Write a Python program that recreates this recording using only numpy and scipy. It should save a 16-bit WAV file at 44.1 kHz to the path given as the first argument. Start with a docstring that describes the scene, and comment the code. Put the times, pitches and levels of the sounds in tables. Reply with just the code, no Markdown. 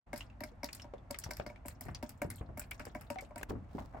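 """Water drips from a sagging ceiling lining onto a hard, wet panel in a small wooden cabin.
Big drops ring the panel's modes and smack as they spread; sharp splats throw spray; trapped
bubbles plink. Water trickles in the lining, with dull knocks and gurgles, over a low rumble.
Near the end comes one dry snap, then a hand pushes and rubs at the lining."""
import sys
import numpy as np
from scipy import signal
from scipy.fft import rfft, irfft
from scipy.io import wavfile

SR = 44100
rng = np.random.default_rng(int(sys.argv[2]) if len(sys.argv) > 2 else 0)


def to_wav(sig):
    """Store sig (one row per channel, or 1-D mono) as 16-bit WAV at the path in sys.argv[1].

    Samples outside -1..1 are clipped; the rate is SR.
    """
    pcm = np.clip(np.atleast_2d(sig), -1, 1) * 32767
    pcm = np.round(pcm).astype(np.int16)
    wavfile.write(sys.argv[1], SR, pcm.T)  # frames by channels


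N = 176400
T = np.arange(SR // 4) / SR  # time within one event, s
BANDS_HZ = 25 * 2 ** (np.arange(29) / 3)


def from_db(db):
    """Decibels to gain."""
    return 10 ** (np.asarray(db) / 20)


def at_hz(points, hz=BANDS_HZ):
    """Interpolate (Hz, value) points on a log-frequency axis."""
    freqs, values = np.transpose(points)
    return np.interp(np.log(hz), np.log(freqs), values)


def rise(attack_s):
    """Smooth onset from 0 to 1."""
    return 1 - np.exp(-(T / attack_s) ** 2)


def fall(t60_s):
    """Exponential decay, 60 dB in t60_s."""
    return np.exp(-np.log(1000) * T / np.maximum(t60_s, 1e-4))


def add(out, start_s, sound):
    """Mix a sound in at start_s."""
    i = int(np.clip(start_s * SR, 0, N - 1))
    out[..., i:i + sound.shape[-1]] += sound[..., :N - i]


def jitter(length, grain_s):
    """Straight lines between Gaussian values, one per grain."""
    t = np.arange(length) / SR
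    steps = rng.standard_normal(length // 8)
    return np.interp(t / max(grain_s, 8 / SR), np.arange(len(steps)), steps)


def blip(hz, cycles):
    """Tiny ring: swells over one cycle, falls 60 dB in the given cycles."""
    return np.sin(2 * np.pi * hz * T) * fall(cycles / hz) * rise(1 / hz)


def in_cabin(x, room_db, t60_s, first_echo_s):
    """Direct sound plus dense stereo reflections from close walls."""
    echoes = rng.standard_normal((2, len(T))) * fall(t60_s) * (T > first_echo_s)
    echoes /= np.sqrt(np.sum(echoes ** 2, axis=1, keepdims=True))
    return x + from_db(room_db) * signal.fftconvolve(x[None], echoes, axes=1)[:, :N]


# Each row: frequency in Hz, left-right correlation.
STEREO_CORRELATION = [(50,0.99), (250,0.78), (1000,0.26), (3000,0.13), (9000,0.41)]

def noise_bands():
    """Third-octave stereo noise at unit rms: bands x channels x samples."""
    white, bands = rng.standard_normal((2, 2, N + len(T))), []
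    for k, hz in enumerate(BANDS_HZ):
        sos = signal.butter(3, [hz / 2 ** (1 / 6), hz * 2 ** (1 / 6)], "band", fs=SR, output="sos")
        mid, side = signal.sosfilt(sos, white[k % 2])
        alike = np.clip(at_hz(STEREO_CORRELATION, hz), 0, 1)
        pair = np.sqrt(1 + alike) * mid + np.sqrt(1 - alike) * np.array([side, -side])
        bands.append((pair / pair.std()).astype(np.float32))
    return np.array(bands)


def spattering(bands, depth_db=4, grain_s=0.0018):
    """A splash breaks into tiny impacts: fine grains in the treble, coarse in the mids."""
    grains = [from_db(depth_db * jitter(bands.shape[2], grain_s * k)) for k in (1, 2)]
    fine, coarse = [(g / np.sqrt(np.mean(g ** 2))).astype(np.float32) for g in grains]
    return np.array([band * (fine if hz > 3500 else coarse if hz > 900 else 1)
                     for band, hz in zip(bands, BANDS_HZ)])


def coloured(bands, spectrum):
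    """Continuous stereo noise with the given band levels."""
    return np.einsum("b,bct->ct", from_db(at_hz(spectrum)).astype(np.float32), bands[:, :, :N])


# Each row: frequency in Hz, cabin T60 in seconds.
CABIN_DECAY = [(100,0.39), (600,0.16), (15000,0.088)]

def bursts(bands, events, levels_db, attack_s, t60_s, tail_db):
    """Noise impacts with the cabin's tail. Per event: a row led by its start, and a level per band."""
    tail = from_db(tail_db) * fall(at_hz(CABIN_DECAY)[:, None])
    shape = np.hypot(fall(t60_s), tail) * rise(attack_s)
    out = np.zeros((2, N))
    for (start_s, *_), db in zip(events, levels_db):
        i = int(start_s * SR)
        envelopes = (from_db(db)[:, None] * shape).astype(np.float32)
        add(out, start_s, np.einsum("bt,bct->ct", envelopes, bands[:, :, i:i + len(T)]))
    return out


# Each row: frequency in Hz, band level in dB.
RUMBLE_SPECTRUM = [(25,-90), (45,-59.5), (70,-64.5), (110,-63), (160,-73), (240,-67), (420,-83), (630,-70),
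                   (1000,-73.5), (2300,-82.5), (3300,-92.5), (11000,-97.5), (16000,-106)]

def rumble(bands):
    """Steady low rumble with a faint hiss."""
    return coloured(bands, RUMBLE_SPECTRUM)


def trickle(rate_per_s=33, low_hz=408, high_hz=2300, level_db=-58, spread_db=6.5):
    """Water creeps in the lining: a soft, random patter of low bubbles."""
    out = np.zeros(N)
    starts_s = np.cumsum(rng.exponential(1, size=400)) / rate_per_s
    for start_s, pitch, size in zip(starts_s, rng.random(400), rng.standard_normal(400)):
        if start_s < N / SR:
            hz = low_hz * (high_hz / low_hz) ** pitch
            gain = from_db(level_db + spread_db * min(size, 2)) * np.sqrt(low_hz / hz)
            add(out, start_s, gain * blip(hz, cycles=6.8))
    return in_cabin(out, room_db=5.5, t60_s=0.054, first_echo_s=0)


def drive_db(knock, boom, slap, hz):
    """How hard a drop drives the panel at each frequency."""
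    return at_hz([(300, boom + 3.5), (560, knock), (950, knock), (1600, slap + 2.5)], hz)


# Each row: start in seconds, then knock (mid), boom (low) and slap (high) drive in dB.
BIG_DROPS = [(0.13, -39, -41, -50), (0.407, -41.5, -40, -63), (0.435, -45, -46, -52),
             (0.631, -38.5, -43, -54), (0.843, -49.5, -52, -69), (1.104, -41, -45.5, -62),
             (1.308, -41, -48.5, -51), (1.462, -43, -46, -58), (1.499, -49, -59, -64),
             (1.651, -45.5, -46.5, -71), (1.812, -51, -55.5, -76), (2.026, -40, -39, -55.5),
             (2.217, -34.5, -38.5, -46.5), (2.572, -45, -44.5, -59.5), (2.798, -48, -46.5, -59),
             (2.95, -40, -42, -54.5), (3.102, -38, -38.5, -59), (3.307, -47.5, -61, -74),
             (3.359, -42.5, -46.5, -66)]
# Each row: frequency in Hz, gain in dB, T60 in seconds.
PANEL_MODES = [(218,-7.5,0.067), (250.3,-3,0.075), (301,-7,0.11), (596.3,1,0.12), (699.2,-7,0.084),
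               (947.7,-6,0.093), (1576,5,0.039), (1760,-17,0.1), (2200,12.5,0.024), (2300,5.5,0.034)]

def panel(gain_db=0.5, scatter_db=2.5, detune=0.018, rise_cycles=0.9):
    """Big drops ring the panel; landing spot and water film shift each mode's level and pitch."""
    out = np.zeros(N)
    spots = np.clip(rng.standard_normal((len(BIG_DROPS), len(PANEL_MODES), 2)), -2, 2)
    for (start_s, *drive), spot in zip(BIG_DROPS, spots):
        for k, ((hz, mode_db, t60_s), (louder, higher)) in enumerate(zip(PANEL_MODES, spot)):
            tone = np.sin(2 * np.pi * hz * (1 + detune * higher) * T)
            ring = (-1) ** k * tone * fall(t60_s) * rise(rise_cycles / hz)
            db = gain_db + mode_db + drive_db(*drive, hz) + scatter_db * louder
            lag_s = 0.0035 * 250 / hz  # low bending waves arrive late
            add(out, start_s + lag_s, from_db(db) * ring)
    return in_cabin(out, room_db=-11, t60_s=0.09, first_echo_s=0.004)


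# Each row: frequency in Hz, band gain in dB.
SMACK_SPECTRUM = [(200,-27), (450,-17.5), (800,-3), (2200,-11.5), (3000,-10), (4500,-4)]

def smacks(bands, gain_db=-11):
    """The wet smack of each big drop as it spreads."""
    levels_db = [at_hz(SMACK_SPECTRUM) + drive_db(*drive, BANDS_HZ) + gain_db for _, *drive in BIG_DROPS]
    return bursts(bands, BIG_DROPS, levels_db, attack_s=0.00054, t60_s=0.062, tail_db=-6.5)


# Each row: start in seconds, then top, treble and mid level in dB.
SPLAT_HITS = [(0.1304, -43.5, -62, -36.5), (0.159, -35.5, -39.5, -42), (0.1765, -40, -54, -45),
              (0.405, -44.5, -53, -34), (0.4357, -41.5, -48, -44.5), (0.631, -44, -44.5, -42),
              (0.642, -30.5, -36, -36), (0.7283, -43, -52, -54), (0.748, -36.5, -48, -43),
              (1.1075, -34, -49.5, -36), (1.1866, -31, -49, -43), (1.2393, -41.5, -41, -39.5),
              (1.3071, -36.5, -42.5, -35.5), (1.3335, -46, -45.5, -55), (1.3674, -41, -49.5, -40),
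              (1.3965, -83, -56, -38.5), (1.4631, -57, -47.5, -33), (1.6574, -36, -57, -40.5),
              (1.682, -32, -48, -30.5), (1.8084, -31, -50.5, -41), (1.8512, -49.5, -80, -40),
              (1.884, -59, -64, -34), (2.0262, -37.5, -50, -35), (2.0918, -35, -50, -44),
              (2.2164, -35, -80, -24.5), (2.301, -31.5, -47.5, -33.5), (2.358, -39, -92, -82),
              (2.574, -35, -60, -45), (2.5938, -26, -52.5, -36), (2.7094, -31, -58, -36),
              (2.7945, -44, -49, -27), (2.8517, -39.5, -55.5, -37), (2.9477, -49, -66, -33.5),
              (3.0093, -41.5, -58, -34.5), (3.101, -35, -47.5, -30.5), (3.2073, -41.5, -54, -53),
              (3.358, -49.5, -56, -36.5), (3.3785, -41, -63, -35.5), (3.394, -61, -66, -48)]
# Each row: frequency in Hz, band gain in dB.
SPLAT_SPECTRUM = [(400,-25.5), (1000,-23.5), (1700,-7.5), (2300,-10), (3300,-21.5), (5000,6), (6800,-12.5),
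                  (9000,-2.5), (12000,0), (15500,-6.5)]

def splats(bands, scatter_db=3):
    """Small drops burst sharply on the wet surface, each with its own colour."""
    hits_db = [at_hz([(2800, mid), (4300, treble), (5800, treble), (7500, top)])
               for _, top, treble, mid in SPLAT_HITS]
    levels_db = at_hz(SPLAT_SPECTRUM) + np.array(hits_db)
    levels_db += scatter_db * rng.standard_normal(levels_db.shape)
    return bursts(bands, SPLAT_HITS, levels_db, attack_s=0.0015, t60_s=0.017, tail_db=-16.5)


def spray(droplets=24, low_hz=1920, high_hz=15300, spread_db=22, fade_db_per_s=95):
    """Each splat throws tiny droplets that land soon after, each with its own pitch."""
    out = np.zeros(N)
    strengths_db = np.array([max(top, treble) for _, top, treble, _ in SPLAT_HITS])
    showers_db = -43 + 0.3 * (strengths_db - np.median(strengths_db))
    for (start_s, *_), shower_db in zip(SPLAT_HITS, showers_db):
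        delays_s = 0.02 * rng.gamma(2, 1, size=droplets)
        for delay_s, pitch, softness in zip(delays_s, rng.random(droplets), rng.random(droplets)):
            hz = low_hz * (high_hz / low_hz) ** np.sqrt(pitch)
            db = shower_db - spread_db * softness - fade_db_per_s * delay_s
            add(out, start_s + delay_s, from_db(db) * blip(hz, cycles=10.4))
    return in_cabin(out, room_db=6, t60_s=0.062, first_echo_s=0)


# Each row: start in seconds, starting pitch in Hz, level in dB, cycles to fall 60 dB.
TRAPPED_BUBBLES = [(.207,2750,-32.5,34), (.299,2660,-54,67), (.517,480,-53,39), (0.688,2370,-38.5,31),
                   (0.731,4460,-41.5,83), (0.797,2880,-40.5,29), (0.819,5300,-40,58), (.936,527,-32,18),
                   (0.98,3370,-61,95), (1.144,2100,-34,23), (1.237,5700,-35,100), (1.29,430,-36.5,1.9),
                   (1.398,580,-26,9.3), (1.559,2250,-49,45), (1.947,4720,-33,50), (1.947,5830,-40,85),
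                   (2.615,2440,-43.5,50), (2.713,2360,-31,32), (2.868,527,-34.5,9.7), (3.157,740,-34.5,74),
                   (3.185,2160,-33,67), (3.223,534,-38.5,21), (3.411,554,-37.5,14)]

def bubbles(gain_db=-0.5, glide=0.089, wobble=0.027):
    """Trapped air rings, wobbling and rising a little in pitch."""
    out = np.zeros(N)
    for start_s, hz, db, cycles in TRAPPED_BUBBLES:
        life_s = cycles / hz
        pitch_hz = hz * (1 + glide * np.minimum(T / life_s, 1) + wobble * jitter(len(T), 2 / hz))
        tone = np.sin(2 * np.pi * np.cumsum(pitch_hz) / SR)
        add(out, start_s, from_db(db + gain_db) * tone * fall(life_s) * rise(0.039 * life_s))
    return in_cabin(out, room_db=-0.5, t60_s=0.055, first_echo_s=0.0047)


def plops(bands, gain_db=-11, skirt_db_per_octave=7):
    """The wet impact that traps each bubble: a broad tick around its pitch."""
    levels_db = [db + gain_db - skirt_db_per_octave * np.abs(np.log2(BANDS_HZ / hz))
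                 for _, hz, db, _ in TRAPPED_BUBBLES]
    return bursts(bands, TRAPPED_BUBBLES, levels_db, attack_s=0.0014, t60_s=0.021, tail_db=-16.5)


# Each row: start in seconds, then bass, low and mid level in dB.
BUMP_HITS = [(1.262, -41, -70, -52.5), (1.859, -36.5, -45.5, -66), (1.883, -44.5, -49, -51.5),
             (2.247, -38, -36.5, -63), (2.41, -41, -44.5, -52.5), (2.489, -44, -49, -55.5),
             (3.505, -42.5, -31.5, -45.5), (3.528, -41.5, -38.5, -83), (3.553, -46, -49, -57.5),
             (3.749, -51, -34, -66), (3.782, -62, -72, -46), (3.812, -53, -76, -61),
             (3.945, -53, -50, -47.5)]
# Each row: frequency in Hz, band gain in dB.
BUMP_SPECTRUM = [(40,-30), (70,-2.5), (170,-6), (250,-4.5), (450,-8.5), (650,5), (1300,-7.5), (2100,-14),
                 (3600,-43)]

def bumps(bands):
    """Dull knocks and gurgles; from 3.5 s, the hand pushing at the lining."""
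    levels_db = [at_hz(BUMP_SPECTRUM) + at_hz([(130, bass), (200, low), (430, low), (620, mid)])
                 for _, bass, low, mid in BUMP_HITS]
    return bursts(bands, BUMP_HITS, levels_db, attack_s=0.001, t60_s=0.061, tail_db=-11)


# Each row: frequency in Hz, band level in dB.
SNAP_SPECTRUM = [(600,-50), (1800,-31), (3500,-50), (12000,-36)]

def snap(bands, start_s=3.43):
    """One dry, close snap that stops dead."""
    return bursts(bands, [(start_s,)], [at_hz(SNAP_SPECTRUM)], attack_s=0.0012, t60_s=0.019, tail_db=-45)


# Each row: time in seconds, gain in dB.
RUB_ENVELOPE = [(3.47,-43), (3.499,18.5), (3.55,-18.5), (3.67,-28), (3.72,-4), (3.80,8), (3.95,-25)]
# Each row, in both: frequency in Hz, band level in dB.
RUB_SPECTRUM = [(300,-74.5), (1000,-72), (2000,-85), (3500,-78.5), (9000,-83.5), (15000,-79)]
SCUFF_SPECTRUM = [(250,-82), (600,-61.5), (1900,-72.5), (3200,-93)]

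def rubbing(bands, slip_db=5.5, slip_s=0.004, scuff_start_s=3.924):
    """Fingers stick and slip on the lining: a light rub, then a duller scuff as they press harder."""
    t = np.arange(N) / SR
    slips = from_db(slip_db * jitter(N, slip_s))
    rub_db = np.interp(t, *np.transpose(RUB_ENVELOPE), left=-np.inf)
    rub = from_db(rub_db) * coloured(bands, RUB_SPECTRUM)
    scuff = np.clip((t - scuff_start_s) / slip_s, 0, 1) * coloured(bands, SCUFF_SPECTRUM)
    return (rub + scuff) * slips / np.sqrt(np.mean(slips ** 2))


# Each row: frequency in Hz, left minus right in dB.
STEREO_BALANCE = [(150,1.5), (2200,3), (8000,1)]

def placed(pair, left_lag_s=21e-6):
    """Stereo position: slightly louder on the left, earlier on the right."""
    left, right = rfft(pair)
    hz = np.fft.rfftfreq(N, 1 / SR)
    lean = from_db(at_hz(STEREO_BALANCE, hz + 1) / 2)
    delay = np.exp(-2j * np.pi * hz * left_lag_s)
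    return irfft(np.array([left * lean * delay, right / lean]), N)


def scene():
    """Water and knocks placed in stereo, plus rubbing and rumble."""
    bands = noise_bands()
    grainy = spattering(bands)
    impacts = panel() + smacks(grainy) + splats(grainy) + snap(grainy) + spray()
    gurgles = trickle() + bubbles() + plops(grainy) + bumps(grainy)
    return placed(impacts + gurgles) + rubbing(grainy) + rumble(bands)


# Each row: notch frequency in Hz, Q.
MIC_NOTCHES = [(10200,6.2), (13900,6.7)]

def record(dry, open_s=0.062, fade_s=0.01, cutoff_hz=16500):
    """Microphone: opens after a moment; two treble notches and a steep low-pass."""
    x = dry * np.clip((np.arange(N) / SR - open_s) / fade_s, 0.01, 1)
    for hz, q in MIC_NOTCHES:
        x = signal.lfilter(*signal.iirnotch(hz, q, fs=SR), x)
    return signal.sosfilt(signal.ellip(10, 0.3, 80, cutoff_hz, fs=SR, output="sos"), x)


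dry = scene()
out = record(dry)
to_wav(out)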